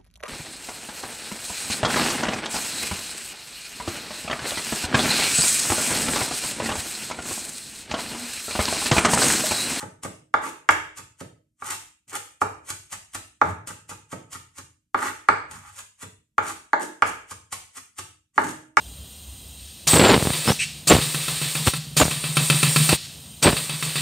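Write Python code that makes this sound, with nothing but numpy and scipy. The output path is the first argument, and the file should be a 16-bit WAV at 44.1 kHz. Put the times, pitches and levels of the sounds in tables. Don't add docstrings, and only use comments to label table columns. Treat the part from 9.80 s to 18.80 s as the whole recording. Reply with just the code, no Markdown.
import sys
import numpy as np
from scipy import signal
from scipy.fft import rfft, irfft
from scipy.io import wavfile
from scipy.ndimage import uniform_filter1d

SR = 44100
rng = np.random.default_rng(int(sys.argv[2]) if len(sys.argv) > 2 else 0)


def unload_wav(signal):
    wavfile.write(
        sys.argv[1],
        SR,
        np.round(np.clip(np.atleast_2d(signal).T, -1, 1) * 32767).astype(np.int16),
    )


N = 396900

# frequency_hz, level_db_per_hz
QUIET_SPECTRUM = [(20, -11), (50, -2.5), (120, -11), (220, -9), (400, -33), (1500, -42), (8000, -26),
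                  (15000, -32)]
# left_delay_s, right_delay_s, level_db
ECHOES = [(.0009, 0.001, -10.5), (.0037, 0.0026, -5.5), (.0052, 0.005, -8), (.0072, 0.0035, -6.5),
          (.0096, 0.013, -12), (0.0108, 0.013, -20.5)]
# frequency_hz, t60_s, energy_db (re direct sound)
STANDING_WAVES = [(99.23, 0.31, -20), (142.7, 0.4, -24.5), (185.3, 0.27, -23), (266, 0.5, -35),
                  (312, 1, -32), (628, 1, -39.5), (835, 0.15, -35), (925, 0.15, -26), (1502, 0.23, -37.5),
                  (1560, 0.092, -41)]
# frequency_hz, level_db (re direct sound)
TAIL_LEVEL = [(50, 6.5), (100, 14.5), (250, 7), (500, 4.5), (900, 0.5), (1400, -4.5), (2500, 1.5),
              (4000, 2.5), (8000, -1.83), (14000, -2)]
# frequency_hz, t60_s
TAIL_T60 = [(60, 0.91), (160, 0.1), (420, 0.43), (1100, 0.41), (2900, 0.53), (7700, 0.47), (14000, 0.44)]
# frequency_hz, build_up_s
TAIL_BUILD_UP = [(100, 0.024), (300, 0.0047), (1000, 0.003), (8000, 0.0023)]
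# frequency_hz, difference_db
PORT_TILT = [(60, 5.5), (250, -7.5), (600, 2.5), (1300, -2.2), (2200, -0.5), (5000, -0.5), (7000, -5),
             (9000, 6.5), (14000, 3.5)]
# greatest_force_s, length_s, hiss_db, rasp_db, judder_db
SCRAPES = [(0.669, .1, -33.5, -32, -41.5), (1.913, 0.14, -30, -31.5, -52), (2.297, 0.048, -43, -71, -57.5),
           (2.353, 0.059, -28.5, -30, -41.5), (3.679, 0.11, -44.5, -45.5, -36.5),
           (5.255, 0.16, -32, -26.5, -39), (5.757, 0.13, -43.5, -44.5, -54), (5.875, 0.13, -48, -47, -65),
           (6.689, .13, -33.5, -33, -45.5), (7.029, .07, -32, -40, -36.5), (7.279, 0.052, -33, -44, -41),
           (8.567, 0.064, -50, -72, -67), (8.674, 0.18, -36.5, -54.5, -37)]
# multiple_of_judder_pitch, level_db_per_hz
JUDDER_SPECTRUM = [(.3, -39), (.6, -9), (.8, -8), (1.05, -2.5), (1.5, -8.5), (2.2, -17.5), (5, -48.5)]
# frequency_hz, level_db_per_hz
RASP_SPECTRUM = [(300, -29), (650, -32), (880, 2.5), (1020, -8), (1250, 3.5), (1650, -4), (2100, -9.5),
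                 (3000, -20.5), (5000, -29)]
# frequency_hz, level_db_per_hz
CRUNCH_SPECTRUM = [(400, -14.5), (1500, -6), (2800, -5.5), (4000, -11), (5200, -8), (7000, -0.5), (8600, 1),
                   (10500, -8), (13800, -12), (15000, -32.5)]
# give_way_s, bite_s (before it), crunch_db, sink_s (on to the board), thud_db
CHOPS = [(.012, 0.12, -38.5, .018, -34), (.235, 0.0075, -31.5, 0.016, -31),
         (.909, 0.0049, -26, 0.0027, -54), (1.177, 0.016, -35, 0.015, -47.5),
         (1.407, 0.02, -39, 0.00534, -35), (1.82, 0.032, -47.5, 0.0023, -56),
         (2.615, 0.0066, -30.5, 0.0035, -47), (2.903, .033, -28.5, 0.0019, -49),
         (3.129, 0.02, -30, 0.0042, -53.5), (3.351, 0.017, -28.5, 0.0029, -46),
         (3.874, 0.0063, -33, 0.03, -42), (4.094, 0.0073, -33.5, 0.021, -43.5),
         (4.325, 0.022, -37.5, 0.0046, -32), (4.529, 0.018, -33, 0.026, -46.5),
         (4.787, 0.032, -37, 0.0026, -47), (5.713, .006, -37, 0.0021, -58),
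         (5.995, 0.062, -36, 0.0019, -65.5), (6.228, 0.031, -34.5, 0.0039, -41.5),
         (7.514, 0.025, -34, 0.0029, -47.5), (7.728, 0.0099, -24, 0.0026, -57),
         (7.976, 0.031, -34.5, 0.0025, -60.5), (8.189, 0.016, -29.5, 0.0027, -46.5)]
# start_s, level_db, hardness_hz (corner of the blow), place (0 mid-board to 1 near edge)
KNOCKS = [(.54, -11.5, 1460, 0.52), (0.8896, -7, 3190, 0.62), (1.822, -30.5, 1500, 0.27),
          (2.6168, -14.5, 994, 0.25), (3.6146, -10, 1065, 0.44), (5.145, -14.5, 1147, 0.42),
          (5.4867, -7, 1800, 0.43), (6.5814, -13, 1650, 0.35), (6.9322, -11, 950, 1),
          (7.222, -10, 2135, 0.43), (8.579, -9.5, 1126, 0.76), (8.97, -8, 3400, 0.46)]
# frequency_hz, t60_s, mid_board_db, near_edge_db
BOARD_MODES = [(185, 0.04, -40.5, -40), (287.7, 0.061, -25.5, -30.5), (410, 0.035, -21, -25),
               (560, 0.062, -30, -29.5), (595, .033, -22.5, -20.5), (860, 0.018, -5.5, -4),
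               (901.6, 0.028, -7, -3), (1217, 0.019, 3, -6), (1407, 0.017, 1, -2.5), (1659, 0.017, -9, 5),
               (2160, 0.011, -8, 0), (2297, 0.021, -4, -11), (2850, 0.017, -16, -18.5),
               (3400, .007, -22.5, -26), (5200, 0.0014, -17.5, -30)]
# multiple_of_thud_pitch, level_db_per_hz
THUD_SPECTRUM = [(.25, -32.5), (.6, -5), (1, -2.5), (1.8, -7.5), (3.2, -8), (8, -47), (20, -71.5)]
# frequency_hz, level_db_per_hz
BLADE_SPECTRUM = [(1500, -5), (2900, -10), (3900, -19), (5000, -11.5), (6000, -14.5), (7100, -3.5),
                  (8600, -8), (10500, -18), (14000, -24), (15500, -27.5)]
# frequency_hz, level_db_per_hz
BURST_SPECTRUM = [(800, -20), (2000, -1), (3000, -2), (3600, 0), (4000, -12), (4800, -4.5), (6000, -9.5),
                  (9000, -22), (15000, -34.5)]

QUIET_DB = -72.5
DRIFT_S = 0.8006
BAND_LIMIT_HZ = 14650
SWEEP_RISE_SHARE = 0.66
HISS_LAG_S = .008
JUDDER_HZ, JUDDER_HISS_DB, HISS_DB_PER_OCTAVE = 307, -32.5, 9.5
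RELEASE_S, SNAP_DB, SNAP_DB_PER_S = 0.0092, -5.5, -190
RASP_THUD_SHARE, RASP_DB, RASP_BITE_SHARE = 0.33, 1.5, 0.49
LANDING_HZ, LANDING_DB, LANDING_DB_PER_OCTAVE = 155, -43, 29
STEEL_DB, USUAL_HARDNESS_HZ, STEEL_DB_PER_OCTAVE = -26, 1500, 8
BURST_DB, BURST_DB_PER_OCTAVE, BURST_S = -24.5, 4, 0.0017
MID_THUD_DB, THUD_CHANGE_TO_EDGE_DB = -14, -31


def amp(db):
    return 10 ** (np.asarray(db) / 20)


def read(points, hz):
    f, value = np.transpose(points)
    return np.interp(np.log(hz + 1), np.log(f), value)


def add(mix, s, sound):
    part = mix[max(round(s * SR), 0):][:len(sound)]
    part += sound[:len(part)]


def colour(x, points, size=4096):
    log_gain = np.log(amp(read(points, np.fft.rfftfreq(size, 1 / SR))))
    cepstrum = irfft(log_gain)[:size // 2]
    cepstrum[1:] *= 2
    taps = irfft(np.exp(rfft(cepstrum, size)))[:size // 2]
    return signal.oaconvolve(x, taps / np.linalg.norm(taps))[:len(x)]


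def at_level(hit, db):
    energy = np.sum(hit ** 2)
    return amp(db) * hit / np.sqrt(energy / (SR / 100))


def ring(hz, t60, t):
    return np.exp(-np.log(1000) * t / t60) * np.sin(2 * np.pi * hz * t)


def room_noise():
    return amp(QUIET_DB) * colour(rng.standard_normal(N), QUIET_SPECTRUM)


def reverberation(rise_s=.004, size=36000):
    hz, t, z = signal.stft(rng.standard_normal((2, size)), SR, nperseg=512)
    t60 = read(TAIL_T60, hz)[:, None]
    build_up_s = read(TAIL_BUILD_UP, hz)[:, None]
    growth = 1 - np.exp(-(t / build_up_s) ** 2)
    decay = np.exp(-np.log(1000) * t / t60)
    unit_energy = np.sqrt(2 * np.log(1000) / (t60 * SR))
    level = amp(read(TAIL_LEVEL, hz))[:, None]
    tail = signal.istft(z * growth * decay * unit_energy * level, SR, nperseg=512)[1][:, :size]
    onset = 1 - np.exp(-(np.arange(size) / SR / rise_s) ** 2)
    return tail * onset


def kitchen(x, shared_hz=420, order=6, count=4, size=36000):
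    t, near = np.arange(size) / SR, np.zeros((2, size))
    for left_s, right_s, db in ECHOES:
        near[[0, 1], [round(left_s * SR), round(right_s * SR)]] += amp(db)
    near = uniform_filter1d(near, size=4, axis=1)
    near[0, 0] = near[1, 1] = 1
    for hz, t60, db in STANDING_WAVES:
        wave = ring(hz, t60, t)
        near += amp(db) * wave / np.linalg.norm(wave)
    out = signal.oaconvolve(x[None], near, axes=1)[:, :N]
    high_pass = signal.butter(order, shared_hz, "high", fs=SR, output="sos")
    for k in range(count):
        turn = (np.arange(N) / SR / DRIFT_S + k) % count
        share = np.sin(np.pi / 2 * np.minimum(turn, 2))
        mid, side = reverberation()
        side = signal.sosfilt(high_pass, side)
        tail = np.array([mid + side, mid - side]) / np.sqrt(2)
        out += signal.oaconvolve((x * share)[None], tail, axes=1)[:, :N]
    return out


def grains(per_s, spread_db, clump_db, size=300):
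    clumps = uniform_filter1d(rng.standard_normal(N), size)
    uneven_db = spread_db * np.minimum(rng.exponential(1, N), 4)
    sizes_db = uneven_db + clump_db * np.tanh(clumps / clumps.std())
    happens = rng.random(N) < per_s / SR
    snaps = rng.standard_normal(N) * happens * amp(sizes_db)
    return snaps / snaps.std()


def scrapes(hiss_swell=.9, wood_swell=.7, size=16000):
    t, out = np.arange(size) / SR, np.zeros(N)
    slips = [np.pad(grains(per_s=4300, spread_db=-0.5, clump_db=5.0), (0, size)) for _ in range(3)]
    for s, length_s, hiss_db, rasp_db, judder_db in SCRAPES:
        rise_s = SWEEP_RISE_SHARE * length_s
        start = s - rise_s
        force = np.interp(t, [0, rise_s, length_s], [0, 1, 0])
        hiss, rasp, judder = (snaps[round(start * SR):][:size] for snaps in slips)
        judder_hz = JUDDER_HZ * 2 ** ((hiss_db - JUDDER_HISS_DB) / HISS_DB_PER_OCTAVE)
        judder_spectrum = [(multiple * judder_hz, db) for multiple, db in JUDDER_SPECTRUM]
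        wood_force = force ** wood_swell
        add(out, start + HISS_LAG_S, amp(hiss_db) * colour(hiss * force ** hiss_swell, CRUNCH_SPECTRUM))
        add(out, start, amp(rasp_db) * colour(rasp * wood_force, RASP_SPECTRUM))
        add(out, start, amp(judder_db) * colour(judder * wood_force, judder_spectrum))
    return out


def pressure(since, rise_s, fall_s):
    return np.exp(np.minimum(2 * since / rise_s, -since / fall_s))


def tick(db, chatter_s=0.00088, chatter_db=-15, size=2000):
    decay = np.exp(-np.arange(size) / SR / chatter_s)
    chatter = amp(chatter_db) * rng.standard_normal(size) * decay
    return at_level(colour(signal.unit_impulse(size) + chatter, BLADE_SPECTRUM), db)


def thud(db, hz, size=4000):
    spectrum = [(multiple * hz, push_db) for multiple, push_db in THUD_SPECTRUM]
    return at_level(colour(signal.unit_impulse(size), spectrum), db)


def chops():
    t, out, crunch, rasp = np.arange(N) / SR, np.zeros(N), np.zeros(N), np.zeros(N)
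    for s, bite_s, crunch_db, sink_s, thud_db in CHOPS:
        near = abs(t - s) < .2
        since = t[near] - s
        rasp_db = RASP_DB + crunch_db + RASP_THUD_SHARE * (thud_db - crunch_db)
        rasp_rise_s = RASP_BITE_SHARE * bite_s + sink_s / 2
        crunch[near] += amp(crunch_db) * pressure(since, bite_s, RELEASE_S + sink_s / 2)
        rasp[near] += amp(rasp_db) * pressure(since - sink_s, rasp_rise_s, RELEASE_S)
        thud_hz = LANDING_HZ * 2 ** ((thud_db - LANDING_DB) / LANDING_DB_PER_OCTAVE)
        add(out, s, tick(crunch_db + SNAP_DB + SNAP_DB_PER_S * bite_s))
        add(out, s + sink_s, thud(thud_db, thud_hz))
    snaps = grains(per_s=8000, spread_db=3.0, clump_db=0.5)
    return out + colour(snaps * crunch, CRUNCH_SPECTRUM) + colour(snaps * rasp, RASP_SPECTRUM)


def board(db, corner_hz, place, size=6000):
    t, modes = np.arange(size) / SR, np.zeros(size)
    for k, (hz, t60, mid_db, edge_db) in enumerate(BOARD_MODES):
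        share = amp(mid_db + place * (edge_db - mid_db))
        softness = np.sqrt(1 + (hz / corner_hz) ** 5)
        modes += (-1) ** k * share * ring(hz, t60, t) / softness
    return at_level(modes, db)


def noise_burst(db, size=1500):
    burst = rng.standard_normal(size) * np.exp(-np.arange(size) / SR / BURST_S)
    return at_level(colour(burst, BURST_SPECTRUM), db)


def knocks(thud_hz=150):
    out = np.zeros(N)
    for s, db, corner_hz, place in KNOCKS:
        octaves = np.log2(corner_hz / USUAL_HARDNESS_HZ)
        add(out, s, board(db, corner_hz, place))
        add(out, s, tick(db + STEEL_DB + STEEL_DB_PER_OCTAVE * octaves))
        add(out, s, noise_burst(db + BURST_DB + BURST_DB_PER_OCTAVE * octaves))
        add(out, s, thud(db + MID_THUD_DB + THUD_CHANGE_TO_EDGE_DB * place, thud_hz))
    return out


def scene():
    quiet = room_noise()
    return kitchen(scrapes() + chops() + knocks()) + quiet


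def record(dry, gate_db=-84, depth_db=12, low_cut_hz=54, drive_db=-3.0):
    low_cut = signal.butter(3, low_cut_hz, "high", fs=SR, output="sos")
    hz, _, z = signal.stft(signal.sosfilt(low_cut, dry), SR, nperseg=512)
    z = z * amp(np.outer([.5, -.5], read(PORT_TILT, hz)))[:, :, None]
    power = (abs(z) ** 2).mean(0)
    power = uniform_filter1d(power, size=5, axis=0)
    power = abs(uniform_filter1d(power, size=3, axis=1))
    cut_db = depth_db / (1 + power / amp(gate_db) ** 2)
    gated = signal.istft(z * amp(-cut_db), SR, nperseg=512)[1][:, :N]
    driven = amp(drive_db) * gated
    clipped = driven / (1 + (driven / 1.05) ** 8) ** (1 / 8)
    low_pass = signal.firwin(201, BAND_LIMIT_HZ, window=("kaiser", 7), fs=SR)
    return signal.oaconvolve(clipped, low_pass[None], "same")


dry = scene()
out = record(dry)
unload_wav(out)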